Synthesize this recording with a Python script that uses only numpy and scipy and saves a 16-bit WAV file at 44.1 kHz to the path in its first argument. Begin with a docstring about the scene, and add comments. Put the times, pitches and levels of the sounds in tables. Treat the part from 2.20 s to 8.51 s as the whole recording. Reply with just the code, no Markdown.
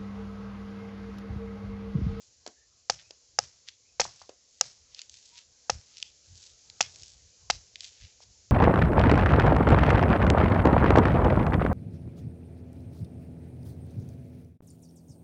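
"""Sharp, woody chops ring out close by: a big knife cuts the husk off a green coconut on a stump, outdoors.
Each chop knocks the nut's damped modes, thuds the stump and bursts a few milliseconds of fibres, then
a grainy spray; taps, crackling shaves and sharp ruptures of husk sound during the chops and between them.
Plants scatter a faint echo of decaying noise. Behind are hissing leaves and distant sounds of shaped noise,
low wind buffets on the microphone and a far bird of sliding, wavering tones."""
import sys
import numpy as np
from scipy import signal
from scipy.fft import rfft, irfft, next_fast_len
from scipy.io import wavfile
from scipy.ndimage import uniform_filter1d

SR = 44100
rng = np.random.default_rng(int(sys.argv[2]) if len(sys.argv) > 2 else 0)


def master_out(mix):
    """Clip the mix to full scale and print it as 16-bit PCM to the path in sys.argv[1]."""
    frames = np.transpose(np.atleast_2d(mix))
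    ceiling = np.clip(frames, -1, 1)
    pcm = np.round(ceiling * 32767).astype(np.int16)
    wavfile.write(sys.argv[1], SR, pcm)


N = 278271
TIME = np.arange(N) / SR  # whole scene [s]
HIT = np.arange(4096) / SR  # one short contact [s]


def undb(db):
    """Decibels to gain."""
    return 10 ** (np.asarray(db) / 20)


def unit(x):
    """Scale to rms 1."""
    return x / np.sqrt(np.mean(x ** 2))


def burst(x, db):
    """Scale a short sound to the energy of 10 ms at this level."""
    return x * undb(db) / np.sqrt(np.sum(x ** 2) / (SR / 100))


def add(out, start_s, x):
    """Mix x into out from this time, or from the beginning if the time is negative."""
    i = max(int(start_s * SR), 0)
    out[i:i + len(x)] += x[:N - i]


def band(x, hz, octaves, order=2):
    """Causal band-pass around a centre."""
    edges = [hz * 2 ** (-octaves / 2), hz * 2 ** (octaves / 2)]
    edges = np.clip(edges, 10, SR / 2 - 100)
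    return signal.sosfilt(signal.butter(order, edges, "bandpass", fs=SR, output="sos"), x)


def colour(x, points):
    """Shape a spectrum by (frequency [Hz], gain [dB]) points joined on a logarithmic frequency axis."""
    point_hz, point_db = np.transpose(points)
    size = next_fast_len(2 * len(x))
    hz = np.maximum(np.arange(size // 2 + 1) * SR / size, 1)
    gain = undb(np.interp(np.log(hz), np.log(point_hz), point_db))
    return irfft(rfft(x, size) * gain, size)[:len(x)]


def walk(rate):
    """Slow chance of rms 1: random levels held 1 / rate s and slewed twice."""
    hold = int(SR / rate)
    steps = np.repeat(rng.standard_normal(N // hold + 1), hold)
    slewed = uniform_filter1d(uniform_filter1d(steps, hold), hold)
    return unit(slewed[:N])


def fibres(size, per_s, spread_db):
    """Tiny ruptures at random moments, uneven in strength and of either sign."""
    chance = rng.random(size)
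    strength = rng.standard_normal(size)
    sign = rng.choice([-1, 1], size)
    return (chance < per_s / SR) * sign * undb(spread_db * strength)


def bite(length_s, release_s):
    """Fibres burst densely while the edge advances and die away once it stops."""
    sinking = np.minimum(0.13 + HIT / (0.7 * length_s), 1)
    release = np.exp(-np.maximum(HIT - length_s, 0) / release_s)
    return fibres(len(HIT), 20000, 2.5) * sinking * release


def plants(x, t60=0.13, build_s=0.041):
    """Ground, trunks and foliage scatter a diffuse echo: noise that builds up, then decays."""
    t = TIME[:SR]
    decay = np.exp(-np.log(1000) * t / t60)
    build = 1 - np.exp(-(t / build_s) ** 2)
    response = rng.standard_normal(SR) * decay * build
    return signal.fftconvolve(x, response / np.linalg.norm(response))[:N]


def wind_strength():
    """Low wind buffets unevenly throughout and freshens once to a light breeze; short gusts ride on it."""
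    # gusts at the microphone: (time [s], level [dB])
    gusts = [(3.554, -43.5), (4.125, -52), (4.83, -61), (5.35, -58), (5.841, -53.5)]
    gust_s = 0.032  # rise and fall
    calm_db, breeze_db, freshens_s, freshen_takes_s = -77.5, -68.5, 3.54, 0.96
    base_db = np.interp(TIME, [freshens_s, freshens_s + freshen_takes_s], [calm_db, breeze_db])
    buffets_db = 4.5 * walk(24)
    gusting = sum(undb(db) * np.exp(-((TIME - s) / gust_s) ** 2) for s, db in gusts)
    return undb(base_db + buffets_db) + gusting


def outdoors(distant_db=-27, drone_db=-25):
    """Noise hisses as leaves and comes and goes in faint distant bands; wind buffets the microphone low."""
    # colour of the leaf hiss: (frequency [Hz], gain [dB])
    air = [(30, -17), (100, -11.5), (350, -13), (500, -9), (780, -23), (1050, -30), (1720, -20.5),
           (2610, -15.5), (3620, -13.5), (4200, -7), (5900, -2.5), (7270, -0.5), (7800, -13),
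           (10000, -44.5)]
    # leaves and distant outdoors together: (time [s], level [dB])
    background = [(0, -62.5), (.6, -63.5), (1.7, -64.5), (3.4, -61), (4.4, -58.5), (6.3, -61)]
    flutter_db = 0.5 * walk(63) + 0.7 * walk(8)
    leaves = unit(colour(rng.standard_normal(N), air)) * undb(flutter_db)
    # distant bands are set relative to the leaves
    drone = band(rng.standard_normal(N), 500, 0.47) * undb(3 * walk(9))
    distant = unit(drone) * undb(drone_db)
    for hz in np.geomspace(700, 3600, 9):
        far = band(rng.standard_normal(N), hz, 0.2) * undb(4 * walk(16))
        distant += unit(far) * undb(distant_db)
    wind = unit(band(rng.standard_normal(N), 72, 0.97)) * wind_strength()
    return (leaves + distant) * undb(np.interp(TIME, *np.transpose(background))) + wind


def bird():
    """Far whistles that slide to a pitch and waver, blurred by the trees."""
    # whistles before the blur: (time [s], length [s], start pitch [Hz], top pitch [Hz], level [dB])
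    whistles = [(.32, 0.11, 1650, 1830, -66.5), (.8, .06, 2400, 2520, -69), (1.59, 0.12, 1925, 2520, -72),
                (3.065, 0.11, 903, 945, -69)]
    out = np.zeros(N)
    for start_s, length_s, start_hz, top_hz, db in whistles:
        t = TIME[:int(length_s * SR)]
        waver = 1 + 0.03 * walk(400)[:len(t)]
        hz = np.interp(t, [0, length_s / 2], [start_hz, top_hz]) * waver
        swell = np.sin(np.pi * t / length_s)
        add(out, start_s, undb(db) * swell * np.sin(2 * np.pi * np.cumsum(hz) / SR))
    return plants(out)


def shaves():
    """The edge creeps through wet husk: crackle and stray thin snaps swell and fade with the pressure."""
    # shaving and rubbing: (time of hardest pressure [s], rise [s], crackle level there [dB], centre [Hz])
    strokes = [(0.019, 0.043, -54.5, 7200), (.8, .014, -52.5, 3200), (1.486, 0.0082, -43, 3660),
               (1.845, 0.008, -37, 5200), (1.98, 0.09, -58, 5200), (2.46, 0.065, -51.5, 6260),
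               (2.79, 0.043, -52.5, 3800), (2.96, 0.039, -52, 5520), (3.075, 0.06, -55, 5800),
               (3.18, 0.031, -49, 4380), (3.8, 0.093, -56, 4560), (4.235, 0.11, -52.5, 5800),
               (4.771, 0.12, -70.5, 460), (4.82, 0.18, -52.5, 6200), (5.65, 0.039, -44.5, 4870),
               (5.839, 0.086, -56, 3700)]
    release_share = 0.8  # the pressure falls in this share of its rise
    thin_per_s, thin_db, thin_spread_db = 37, -5, 3.5  # level relative to the crackle
    out = np.zeros(N)
    t = np.arange(-0.4, 0.3, 1 / SR)  # from the hardest pressure
    for peak_s, rise_s, db, hz in strokes:
        pressure = np.exp(-np.abs(t) / np.where(t < 0, rise_s, release_share * rise_s))
        crackle = fibres(len(t), 2400, 5.5)
        thin = fibres(len(t), thin_per_s, thin_spread_db)
        husk = unit(band(crackle, hz, 1.6)) + undb(thin_db) * unit(band(thin, hz, 1.2))
        stroke = undb(db) * pressure * husk
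        add(out, peak_s + t[0], stroke[peak_s + t >= 0])
    return out


def snaps(splinter=0.22, strip_hz=4300):
    """One sharp rupture rings the strip of husk, with a short trail of splintering."""
    # sharp ruptures of husk, during chops and between them: (time [s], level [dB], centre [Hz])
    ruptures = [(0.7054, -36.5, 5500), (1.2532, -57, 3870), (2.747, -45, 5050), (2.7921, -41.5, 3760),
                (2.817, -42, 5200), (2.896, -46, 6480), (2.941, -50, 5600), (3.77, -47, 4300),
                (3.782, -47.5, 5000), (3.8266, -32, 3570), (4.4996, -46.5, 5000), (4.608, -26, 1704),
                (4.618, -35.5, 5500), (4.627, -35, 5740), (4.7591, -48.5, 5750), (4.8335, -46, 6000),
                (5.308, -26.5, 4540), (5.5572, -42, 3275), (5.607, -39.5, 4580), (5.6441, -44, 4400)]
    out = np.zeros(N)
    for start_s, db, hz in ruptures:
        force = splinter * bite(0.0004, 0.0013)
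        force[0] += 1
        strip = band(band(force, hz, 0.95, order=1), strip_hz, 2.2, order=3)
        add(out, start_s, burst(strip, db))
    return out


def knocks(rattle_db=-7, rattle_s=0.015):
    """Soft contacts: a dead wooden tap and a slight rattle under a tick of husk."""
    # light knocks of blade, chips and rocking nut:
    # (time [s], contact [s], wood level [dB], wood centre [Hz], tick level [dB])
    contacts = [(0.2638, 0.00037, -43.5, 590, -42.5), (0.2747, 0.00089, -47, 352, -42.5),
                (0.907, 0.0019, -54.5, 517, -46), (1.8525, 0.0027, -39.5, 820, -68),
                (2.016, 0.0059, -51.5, 895, -50.5), (2.0928, 0.00066, -46.5, 493, -51.5),
                (6.004, 0.034, -59.5, 710, -50)]
    out = np.zeros(N)
    for start_s, length_s, wood_db, wood_hz, tick_db in contacts:
        tap = burst(band(np.exp(-HIT / 0.0001), wood_hz, 0.96), wood_db)
        rattle = burst(band(bite(length_s, rattle_s), wood_hz, 1.14, order=1), wood_db + rattle_db)
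        tick = burst(band(bite(length_s, 0.0021), 5340, 0.69, order=1), tick_db)
        add(out, start_s, tap + rattle + tick)
    return out


def spray(early_t60=0.22, late_t60=0.88, late_db=-14, build_s=0.012):
    """Grainy hiss after a chop: juice and shreds fly off while ground and foliage scatter the blow."""
    # colour of the spray: (frequency [Hz], gain [dB])
    spray_colour = [(40, -4), (110, 5), (300, -14), (600, -3.5), (1000, -8.5), (2200, -6.5), (3500, -7.5),
                    (5500, 5), (7500, -3)]
    t = TIME[:int(0.7 * SR)]
    fade = undb(-60 * t / early_t60) + undb(late_db - 60 * t / late_t60)
    build = 1 - np.exp(-(t / build_s) ** 2)
    shreds = fibres(len(t), 3000, 5.5)
    return unit(colour(shreds, spray_colour)) * fade * build


def nut(group_dbs, lowest_hz=450):
    """Damped modes of the nut on its stump, in three groups: hollow mode, knock pair, upper modes."""
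    # hollow mode, two knock modes, then upper modes:
    # (frequency [Hz], 60 dB decay [s], level within its group [dB])
    modes = [(523, 0.03, 0), (726, 0.026, 2), (813, 0.028, 1.5), (1185, 0.021, -0.5), (1267, 0.022, 3),
             (1595, .016, 1.5), (2700, 0.014, -6)]
    rings = []
    for hz, t60, db in modes:
        decay = np.exp(-np.log(1000) * HIT / t60)
        rings.append(undb(db) * decay * np.cos(2 * np.pi * hz * HIT))
    groups = rings[0], rings[1] + rings[2], sum(rings[3:])
    # so small a body radiates little bass, and the soft husk passes it little treble
    radiation = signal.butter(3, [lowest_hz, 2600], "bandpass", fs=SR, output="sos")
    return sum(burst(signal.sosfilt(radiation, group), db) for group, db in zip(groups, group_dbs))


def chops():
    """Knock of the nut, thud and shudder of the stump, tearing husk, a bright crack and its spray."""
    # chops, one of which cracks and then goes through to the stump:
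    # (time [s], bite length [s], hollow level [dB], knock level [dB], tearing level [dB],
    # crack level [dB], crack centre [Hz])
    blows = [(0.6978, 0.0027, -35, -26, -28, -23, 5230), (1.1873, 0.002, -35.5, -25.5, -30.5, -19.5, 5740),
             (1.7972, 0.0058, -26.5, -28.5, -21.5, -25, 5200),
             (1.804, 0.0032, -47.5, -41.5, -38.5, -22.5, 5950), (1.812, .0047, -42, -33.5, -25, -34, 5000),
             (2.4107, 0.00063, -39.5, -34.5, -27, -17.5, 5860),
             (3.4962, .005, -32, -25.5, -23, -25.5, 5690), (4.606, 0.0053, -44, -26.5, -20.5, -21, 5880),
             (5.2995, 0.0046, -42.5, -25, -19.5, -28.5, 5040)]
    # colour of tearing husk: (frequency [Hz], gain [dB])
    tearing = [(400, -31.5), (1000, -3), (1600, -3), (2300, 0), (2900, 1), (4200, 0), (7000, -2)]
    typical_bite_s, spray_db = 0.0043, -38
    # a longer bite is a slower push: it rings the upper modes less and moves the stump more
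    upper_db, upper_db_per_doubling = -9.5, -4  # relative to the knock
    stump_db, stump_db_per_doubling = -20, 3.5  # relative to the knock
    shudder_db, shudder_hz, shudder_s = -6, 90, 0.03  # level relative to the thud
    out = np.zeros(N)
    t = TIME[:SR // 4]
    for start_s, length_s, hollow_db, knock_db, tear_db, crack_db, crack_hz in blows:
        doublings = np.log2(length_s / typical_bite_s)
        group_dbs = hollow_db, knock_db, knock_db + upper_db + upper_db_per_doubling * doublings
        thud_db = knock_db + stump_db + stump_db_per_doubling * doublings
        thud = burst(band(np.exp(-HIT / 0.0011), 190, 1.0), thud_db)
        shudder = band(rng.standard_normal(len(t)), shudder_hz, 0.92) * t * np.exp(-t / shudder_s)
        tear = burst(colour(bite(length_s, 0.0026), tearing), tear_db)
        crack = burst(band(bite(length_s, 0.00097), crack_hz, 0.4), crack_db)
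        add(out, start_s, tear + crack)
        # the force on the nut peaks once the edge is some way in
        add(out, start_s + 0.12 * length_s, nut(group_dbs) + thud)
        add(out, start_s, burst(shudder, thud_db + shudder_db))
        add(out, start_s, undb(spray_db) * spray())
    return out


def scene():
    """The work at the stump, the echo of its small sounds, and the surroundings."""
    small = knocks() + snaps() + shaves()
    work = chops() + small + undb(-17) * plants(small)
    return (work + outdoors() + bird())[None]


def record(dry, soft_hz=7250, top_hz=7800, ceiling=0.86):
    """The microphone passes little above 8 kHz and just rounds the sharpest peaks."""
    soft = signal.sosfilt(signal.butter(6, soft_hz, fs=SR, output="sos"), dry)
    narrow = signal.sosfilt(signal.ellip(8, 0.2, 70, top_hz, fs=SR, output="sos"), soft)
    rounded = narrow / (1 + (narrow / ceiling) ** 4) ** (1 / 4)
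    # the rounding adds overtones; a last low-pass limits them
    return signal.sosfilt(signal.ellip(8, 0.2, 70, 15500, fs=SR, output="sos"), rounded)


dry = scene()
out = record(dry)
master_out(out)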